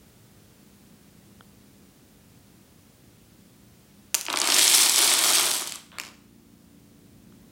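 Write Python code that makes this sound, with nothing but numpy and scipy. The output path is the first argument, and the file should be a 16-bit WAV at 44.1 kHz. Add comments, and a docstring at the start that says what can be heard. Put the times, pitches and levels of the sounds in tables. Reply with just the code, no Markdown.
"""A small quiet room: hiss, a faint motor hum, and a thin whine and a tick from a hand-held camera.
At 4.1 s a tower of plastic dominoes gives way with a sharp double clack and collapses onto a wooden floor.
Hundreds of tiles clatter against each other and knock on the boards, and the room answers briefly.
Near 6 s, after the pile has settled, a last tile slips, topples and rattles to rest.
The room tone carries on, with one softer tick of the camera case just before the end."""
import sys
import numpy as np
from scipy import signal
from scipy.fft import rfft, irfft
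from scipy.io import wavfile
from scipy.ndimage import uniform_filter1d, minimum_filter1d

SR = 44100
rng = np.random.default_rng(int(sys.argv[2]) if len(sys.argv) > 2 else 0)


def generate_wav(signal):
    """Clip the signal to [-1, 1] and save it as 16-bit WAV at the path in sys.argv[1]."""
    frames = np.transpose(np.atleast_2d(signal))
    scaled = np.clip(frames, -1, 1) * 32767
    pcm = np.round(scaled).astype(np.int16)
    wavfile.write(sys.argv[1], SR, pcm)


N = 331191

# single blows that stand out: start_s, click_db, centre_hz, width_octaves, knock_db
ACCENT_HITS = [(4.1445, -14.5, 7040, 0.43, -29.5), (4.1498, -14, 9450, 0.5, -37),
               (4.2113, -26, 8900, 0.62, -49), (4.2534, -33, 7400, .4, -50),
               (4.265, -28, 4500, 0.42, -46.5), (4.2835, -26, 3000, 0.33, -27),
               (4.3013, -23, 3580, 0.65, -26.5), (4.3282, -23.5, 5900, .52, -33.5),
               (4.3387, -27, 2300, 0.51, -22), (4.3598, -24, 5300, .42, -34), (4.3725, -18, 4140, .61, -35),
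               (4.3875, -24, 6600, .47, -36.5), (4.4008, -19.5, 8000, .2, -35.5),
               (4.4163, -16, 5370, .46, -26), (4.4737, -18, 5110, .48, -29),
               (4.5017, -16.5, 4800, .3, -29.5), (4.521, -17, 3820, .24, -30.5),
               (4.5437, -15, 7200, 0.44, -41), (4.5648, -15, 5400, 0.57, -31.5),
               (4.593, -15, 5000, 0.55, -32.5), (4.6786, -12.5, 5600, 0.25, -45.5),
               (4.8599, -20, 6500, 0.59, -30.5), (4.8964, -16, 6300, 0.45, -42),
               (4.96, -16, 6200, 0.36, -43), (4.9812, -19, 6500, 0.49, -40), (5.138, -17, 7200, 0.45, -29),
               (5.1906, -15, 7300, 0.43, -28.5), (5.2389, -17.5, 6070, 0.84, -34),
               (5.3841, -18, 6360, 0.42, -38), (5.5148, -23, 8000, .55, -48),
               (5.6203, -29.5, 8200, .43, -34), (5.6736, -28, 8300, .44, -45),
               (5.695, -33, 6700, 0.37, -55), (5.722, -27.5, 6600, 0.49, -48),
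               (5.7575, -32, 7700, 0.34, -46), (5.9183, -47, 2640, .4, -53), (5.985, -27.5, 3140, .8, -43),
               (5.999, -25, 4150, 1, -37)]
# the near side falls, the far side follows, the pile settles: time_s, tile_on_tile_db, tile_on_floor_db
COLLAPSE_ENVELOPE = [(4.25, -58, -53), (4.3, -40, -35), (4.4, -34, -38), (4.48, -24.5, -29.5),
                     (4.6, -18, -31), (4.69, -21.5, -34.5), (4.76, -17, -32.5), (4.92, -24.5, -36.5),
                     (5, -19, -32), (5.12, -21, -30.5), (5.18, -25, -35), (5.25, -22, -31),
                     (5.36, -21.5, -31.5), (5.56, -29, -40.5), (5.65, -37.5, -46), (5.76, -40.5, -51.5),
                     (5.8, -70, -71)]
# whole slabs land dully at first, loose tiles clink near the end: time_s, tilt_db_per_octave
COLLAPSE_TILT = [(4.35, -6), (4.5, -1.3), (4.65, .5), (4.76, 2.5), (5, 0.8), (5.4, 0.5), (5.55, 5),
                 (5.75, -3.5)]
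# tone colour of tiles striking each other: frequency_hz, level_db
PILE_SPECTRUM = [(250, -50.5), (900, -25), (1600, -9.5), (2200, 0), (2800, -1.5), (3250, 4.5), (4100, 3.5),
                 (4900, 1), (6200, 1), (7200, -1), (8600, 2.5), (10200, -1), (12000, -5.5), (16000, -13.5)]
# tone colour of the floorboards: frequency_hz, level_db
BOARD_SPECTRUM = [(35, -54), (90, -36), (170, -18), (260, -6.5), (345, 3.5), (440, -4), (510, -12),
                  (610, 2), (760, -1), (900, 2), (1250, 2.5), (1700, -3.5), (2600, -7.5), (5000, -50.5)]
# the ring of one tile, relative to the touch that starts it: pitch_hz, level_db, t60_s
TILE_MODES = [(3400, -39, .013), (4000, -39, .012), (6050, -37, .01), (8300, -33, .01), (11300, -34, .008)]
# reverb send of the single blows; those farther off wake more of the room: time_s, send_db
REVERB_SEND = [(4.15, -9), (4.4, -14), (5, -7), (5.7, -11.5), (6, -8)]
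# reverb decay of the room: frequency_hz, t60_s
ROOM_DECAY = [(200, .5), (1500, .48), (6000, .44), (15000, .32)]
# light ticks of the camera case: start_s, level_db
CASE_TICKS = [(1.4087, -34.5), (7.3245, -47)]
# the ring of the camera case: pitch_hz, level_db, t60_s
CASE_MODES = [(900, -29, .008), (1390, 1, 0.0084), (3200, -6.5, 0.0099)]
# motor hum before and after the camera moves: shaft_multiple, before_db, after_db
MOTOR_HARMONICS = [(2, -87, -75), (3, -87, -78), (4, -70, -71), (6, -73, -65), (7, -63.5, -64),
                   (8, -71.5, -63.5), (9, -74.5, -87.5), (10, -73, -62.5), (11, -78, -82), (12, -81, -70.5)]
# tone colour of the still room and the microphone hiss: frequency_hz, level_db
ROOM_TONE_SPECTRUM = [(20, -25), (36, -13.5), (48, -1.5), (110, 2.5), (200, 2), (300, -3), (420, -6.5),
                      (620, -13), (1000, -18), (2000, -20), (5000, -21.5), (10000, -22.5), (14000, -26.5),
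                      (16000, -19.5)]
# faders for the low and high parts of the room tone: time_s, rumble_db, hiss_db
ROOM_TONE_FADERS = [(0, -54.5, -53), (3.2, -55.5, -54), (4.1, -56.5, -53.5), (4.2, -60, -55),
                    (6.3, -58.5, -57), (6.9, -56, -55.5), (7.3, -52.5, -55.5), (7.51, -54, -54.5)]

HIT_SAMPLES = 2048  # length of one click or knock
HIT_BINS_HZ = np.fft.rfftfreq(HIT_SAMPLES, 1 / SR)
TIME_S = np.arange(N) / SR


def collapse(peak_clicks_per_s=3000, peak_knocks_per_s=900, trim_db=-1, band_count=72, floor_spots=36):
    """The mass of falling tiles: the louder it gets, the more of them collide and land on the boards."""
    span = slice(round(4.2 * SR), round(5.9 * SR))
    t = TIME_S[span]
    surge_db = 2 * surges(t)
    tile_db, floor_db = (curve[span] + surge_db for curve in envelopes(COLLAPSE_ENVELOPE))
    tilt = envelopes(COLLAPSE_TILT)[0][span]
    density = gain_of((tile_db - tile_db.max()) / 2)
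    # each kind of contact has its own band; together they make the colour of the pile
    centres_hz = np.geomspace(2200, 13000, band_count)
    bands = np.array([gain_of(strike_band_db(hz, octaves=.45)) for hz in centres_hz])
    bands *= gain_of(value_at(PILE_SPECTRUM, HIT_BINS_HZ)) / np.linalg.norm(bands, axis=0)
    shares = np.linalg.norm(bands, axis=1) / np.linalg.norm(bands)
    clatter = np.zeros(len(t) + HIT_SAMPLES - 1)
    for hz, band, share in zip(centres_hz, bands, shares):
        force = share * gain_of(tile_db + trim_db + tilt * np.log2(hz / 6000))
        blows = force * collisions(density * peak_clicks_per_s / band_count, spread_db=3)
        clatter += signal.oaconvolve(blows, tile_click(20 * np.log10(band)))
    for _ in range(floor_spots):
        landings = collisions(density * peak_knocks_per_s / floor_spots, spread_db=2.5)
        blows = gain_of(floor_db + trim_db) * landings
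        clatter += signal.oaconvolve(blows, board_knock()) / np.sqrt(floor_spots)
    out = np.zeros(N)
    mix_in(out, t[0], clatter)
    return out


def surges(t, fastest_hz=30, count=24):
    """The tiles come down in clumps: quick random swells between -1 and 1."""
    rates_hz = fastest_hz * np.geomspace(1 / 4, 1, count)
    swells = sum(np.sin(2 * np.pi * (hz * t + rng.random())) for hz in rates_hz)
    return np.tanh(unit_rms(swells))


def collisions(per_s, spread_db):
    """Random impulses of uneven force, with a mean power of 1 at any rate."""
    chance, n = per_s / SR, len(per_s)
    force = unit_rms(gain_of(spread_db * np.minimum(rng.exponential(1, n), 3)))
    polarity = rng.choice([-1, 1], n)
    struck = rng.random(n) < chance
    return force * polarity * struck / np.sqrt(chance)


def clacks(level_window_s=.003):
    """The separate blows, on two stems: the click of plastic and the knock of wood."""
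    plastic, wood = np.zeros((2, N))
    for start_s, click_db, hz, octaves, knock_db in [*ACCENT_HITS, *last_tile_rattle(), *corner_hits()]:
        mix_in(plastic, start_s, gain_of(click_db) * tile_click(strike_band_db(hz, octaves)))
        mix_in(wood, start_s, gain_of(knock_db) * board_knock())
    scale = np.sqrt(level_window_s * SR)  # a blow carries the energy of its level held this long
    return scale * plastic, scale * wood


def corner_hits(start_s=4.33, end_s=5.72, per_s=24, centre_hz=6200, octaves=.51, wood_offset_db=-16.5):
    """Tiles that hit corner first and poke out of the mass, as rows like ACCENT_HITS."""
    slots_s = np.arange(start_s, end_s, 1 / per_s)
    late, force, pitch = rng.uniform(-1, 1, (len(slots_s), 3)).T
    times_s = slots_s + .5 * late / per_s
    envelope_s, mass_db, _ = np.transpose(COLLAPSE_ENVELOPE)
    levels_db = np.interp(times_s, envelope_s, mass_db) + 2 * force
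    centres_hz = centre_hz * 2 ** (.19 * pitch)
    return [(s, db, hz, octaves, db + wood_offset_db) for s, db, hz in zip(times_s, levels_db, centres_hz)]


def tile_click(colour_db, detune=.1):
    """A tile is struck and rings for a moment; no two tiles are tuned quite alike."""
    body = signal.unit_impulse(HIT_SAMPLES) + ring(TILE_MODES, 1 + detune * rng.standard_normal())
    touch = contact(chatter_s=.0011, chatter_db=10)
    click = equalise(signal.fftconvolve(touch, body)[:HIT_SAMPLES], colour_db)
    return click / np.linalg.norm(click)


def board_knock(fast_hz=2200):
    """A tile lands and sends a bending wave through the boards; its slow low notes arrive last."""
    thud = equalise(contact(chatter_s=.0073, chatter_db=-4), value_at(BOARD_SPECTRUM, HIT_BINS_HZ))
    travel_s = .004 * rng.uniform(.4, 1.3)
    delay_s = travel_s * np.maximum(np.sqrt(fast_hz / (HIT_BINS_HZ + 100)) - 1, 0)
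    lag_turns = np.cumsum(delay_s) * HIT_BINS_HZ[1]
    knock = irfft(rfft(thud) * np.exp(-2j * np.pi * lag_turns), HIT_SAMPLES)
    return knock / np.linalg.norm(knock)


def contact(chatter_s, chatter_db):
    """One hard touch, followed by the brief chatter of two faces settling."""
    chatter = rng.standard_normal(HIT_SAMPLES) * np.exp(-TIME_S[:HIT_SAMPLES] / chatter_s)
    return signal.unit_impulse(HIT_SAMPLES) + gain_of(chatter_db) * chatter / np.linalg.norm(chatter)


def strike_band_db(centre_hz, octaves, skirt=2.9, top_widths=2.4, bass_hz=1100):
    """The band that a blow excites: high for a hard corner, low for a flat face."""
    hz = HIT_BINS_HZ + 1
    widths_away = np.log2(hz / centre_hz) / max(octaves, .15)
    band_loss = hz / centre_hz * (1 + widths_away ** 2 / (2 * skirt)) ** skirt
    top_loss = 1 + np.exp(5 * (widths_away - top_widths))  # the contact time cuts off the top
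    bass_loss = 1 + (bass_hz / hz) ** 4  # so small a tile radiates no bass
    return -10 * np.log10(band_loss * top_loss * bass_loss)


def last_tile_slide(start_s=5.918, end_s=5.985, level_db=-57, slips_per_s=1200):
    """The last tile slips down the pile in tiny jerks, which also stir the boards."""
    sliding = (TIME_S > start_s) & (TIME_S < end_s)
    slips = collisions(np.full(N, slips_per_s), spread_db=-6) * sliding
    scrape = tile_click(strike_band_db(centre_hz=2000, octaves=.98, top_widths=.98))
    jerk = gain_of(level_db) * (scrape + board_knock())
    return signal.oaconvolve(slips, jerk)[:N]


def last_tile_rattle(start_s=6.0145, gap_s=.02, shrink=.82, count=7, centre_hz=5010, octaves=.58):
    """The last tile bounces unevenly to rest, quicker and weaker, as rows like ACCENT_HITS."""
    bounce = np.arange(count)
    gaps_s = gap_s * shrink ** bounce[:-1] * (1 + .3 * rng.uniform(-1, 1, count - 1))
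    times_s = start_s + np.concatenate([[0], np.cumsum(gaps_s)])
    levels_db = -37.5 - 1.5 * bounce
    return [(s, db, centre_hz, octaves, db - 7) for s, db in zip(times_s, levels_db)]


def room_reverb(send, predelay_s=.002, build_s=.0035, reflections_per_s=6000, dwell_s=.004, spots=7):
    """Sparse reflections, each band dying at its own speed; each spot in the room has its own set."""
    t = np.arange(SR // 2) / SR
    onset = 1 - np.exp(-np.maximum(t - predelay_s, 0) / build_s)
    turn = TIME_S / dwell_s
    out = np.zeros(N)
    for spot in range(spots):
        reflections = onset * rng.standard_normal(len(t)) * (rng.random(len(t)) < reflections_per_s / SR)
        hz, age_s, spectra = signal.stft(reflections, SR, nperseg=256)
        decay = gain_of(-60 * age_s / value_at(ROOM_DECAY, hz)[:, None])
        tail = signal.istft(spectra * decay, SR, nperseg=256)[1]
        share = np.sin(np.pi / 2 * np.minimum((turn - spot) % spots, 2))  # equal-power crossfade
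        out += signal.oaconvolve(send * share, tail / np.linalg.norm(tail))[:N]
    return out


def camera_noise(whine_hz=14993, whine_db=-75.5):
    """A thin electronic whine, and dry ticks of the case right at the microphone."""
    out = gain_of(whine_db) * unit_rms(np.sin(2 * np.pi * whine_hz * TIME_S))
    for start_s, level_db in CASE_TICKS:
        mix_in(out, start_s, -gain_of(level_db) * ring(CASE_MODES))
    return out


def motor_hum(shaft_hz=28.6, waver_db=2, waver_turns=.082):
    """A distant motor; its harmonics change balance as the microphone moves through standing waves."""
    moved = np.interp(TIME_S, [4.2, 6.1], [0, 1])
    out = np.zeros(N)
    for multiple, before_db, after_db in MOTOR_HARMONICS:
        tone = np.sin(2 * np.pi * (round(multiple) * shaft_hz * TIME_S + waver_turns * drift()))
        level_db = before_db + moved * (after_db - before_db) + waver_db * drift()
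        out += np.sqrt(2) * gain_of(level_db) * tone
    return out


def room_tone(crossover_hz=600):
    """The bed: low room rumble under smooth microphone hiss."""
    hz = np.fft.rfftfreq(N, 1 / SR)
    colour = gain_of(value_at(ROOM_TONE_SPECTRUM, hz))
    noise = unit_rms(irfft(rfft(rng.standard_normal(N)) * colour, N))
    rumble = irfft(rfft(noise) / (1 + (hz / crossover_hz) ** 4), N)
    rumble_db, hiss_db = envelopes(ROOM_TONE_FADERS)
    return gain_of(rumble_db) * rumble + gain_of(hiss_db) * (noise - rumble)


def drift(count=12):
    """A slow random wander with an rms of 1."""
    t = np.linspace(0, N / SR, N // 256)
    rates_hz = np.geomspace(.2, 3, count)
    wander = sum(np.sin(2 * np.pi * (hz * t + rng.random())) / np.sqrt(hz) for hz in rates_hz)
    return np.interp(TIME_S, t, unit_rms(wander))


def ring(modes, tuning=1):
    """The modes of a struck body, as dying sines."""
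    t = TIME_S[:HIT_SAMPLES]
    return sum(gain_of(db - 60 * t / t60) * np.sin(2 * np.pi * hz * tuning * t) for hz, db, t60 in modes)


def equalise(hit, curve_db):
    """Minimum-phase EQ, which keeps the attack sharp."""
    log_gain = np.log(gain_of(np.maximum(curve_db, curve_db.max() - 80)))
    mirrored = np.concatenate([log_gain, log_gain[-2:0:-1]])
    response = np.fft.ifft(np.exp(np.conj(signal.hilbert(mirrored)))).real
    return signal.fftconvolve(hit, response)[:HIT_SAMPLES]


def value_at(table, hz):
    """Reads a table along straight lines on a log frequency axis."""
    points_hz, values = np.transpose(table)
    return np.interp(np.log(hz + 1), np.log(points_hz), values)


def envelopes(table):
    """The columns of a time table, as sample-by-sample automation."""
    times_s, *columns = np.transpose(table)
    return [np.interp(TIME_S, times_s, column) for column in columns]


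def mix_in(track, start_s, sound):
    part = track[round(start_s * SR):][:len(sound)]
    part += sound[:len(part)]


def gain_of(db):
    return 10 ** (np.asarray(db) / 20)


def unit_rms(x):
    return x / np.sqrt(np.mean(x ** 2) + 1e-20)


def scene(mass_send_db=-5, wood_boost_db=4):
    """The dominoes and their reverb over the steady sounds of the room, in mono."""
    plastic, wood = clacks()
    mass = collapse() + last_tile_slide()
    send_db, = envelopes(REVERB_SEND)
    blows = plastic + gain_of(wood_boost_db) * wood  # the wide floor feeds the room more than a tile does
    reverb = room_reverb(gain_of(send_db) * blows + gain_of(mass_send_db) * mass)
    return (plastic + wood + mass + reverb + camera_noise() + room_tone() + motor_hum())[None]


def record(dry, threshold=.72, release_db_per_s=120, attack_samples=45, cutoff_hz=16100):
    """The camera's limiter ducks the sharpest peaks and soon recovers; a low-pass trims the very top."""
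    over_db = 20 * np.log10(np.maximum(abs(dry[0]) / threshold, 1))
    release_db = TIME_S * release_db_per_s
    cut_db = np.maximum.accumulate(over_db + release_db) - release_db
    held_gain = minimum_filter1d(gain_of(-cut_db), size=attack_samples)
    gain = uniform_filter1d(held_gain, size=attack_samples)
    low_pass = signal.firwin(511, cutoff_hz, window=("kaiser", 9), fs=SR)
    return signal.oaconvolve(dry * gain, low_pass[None], "same")


dry = scene()
out = record(dry)
generate_wav(out)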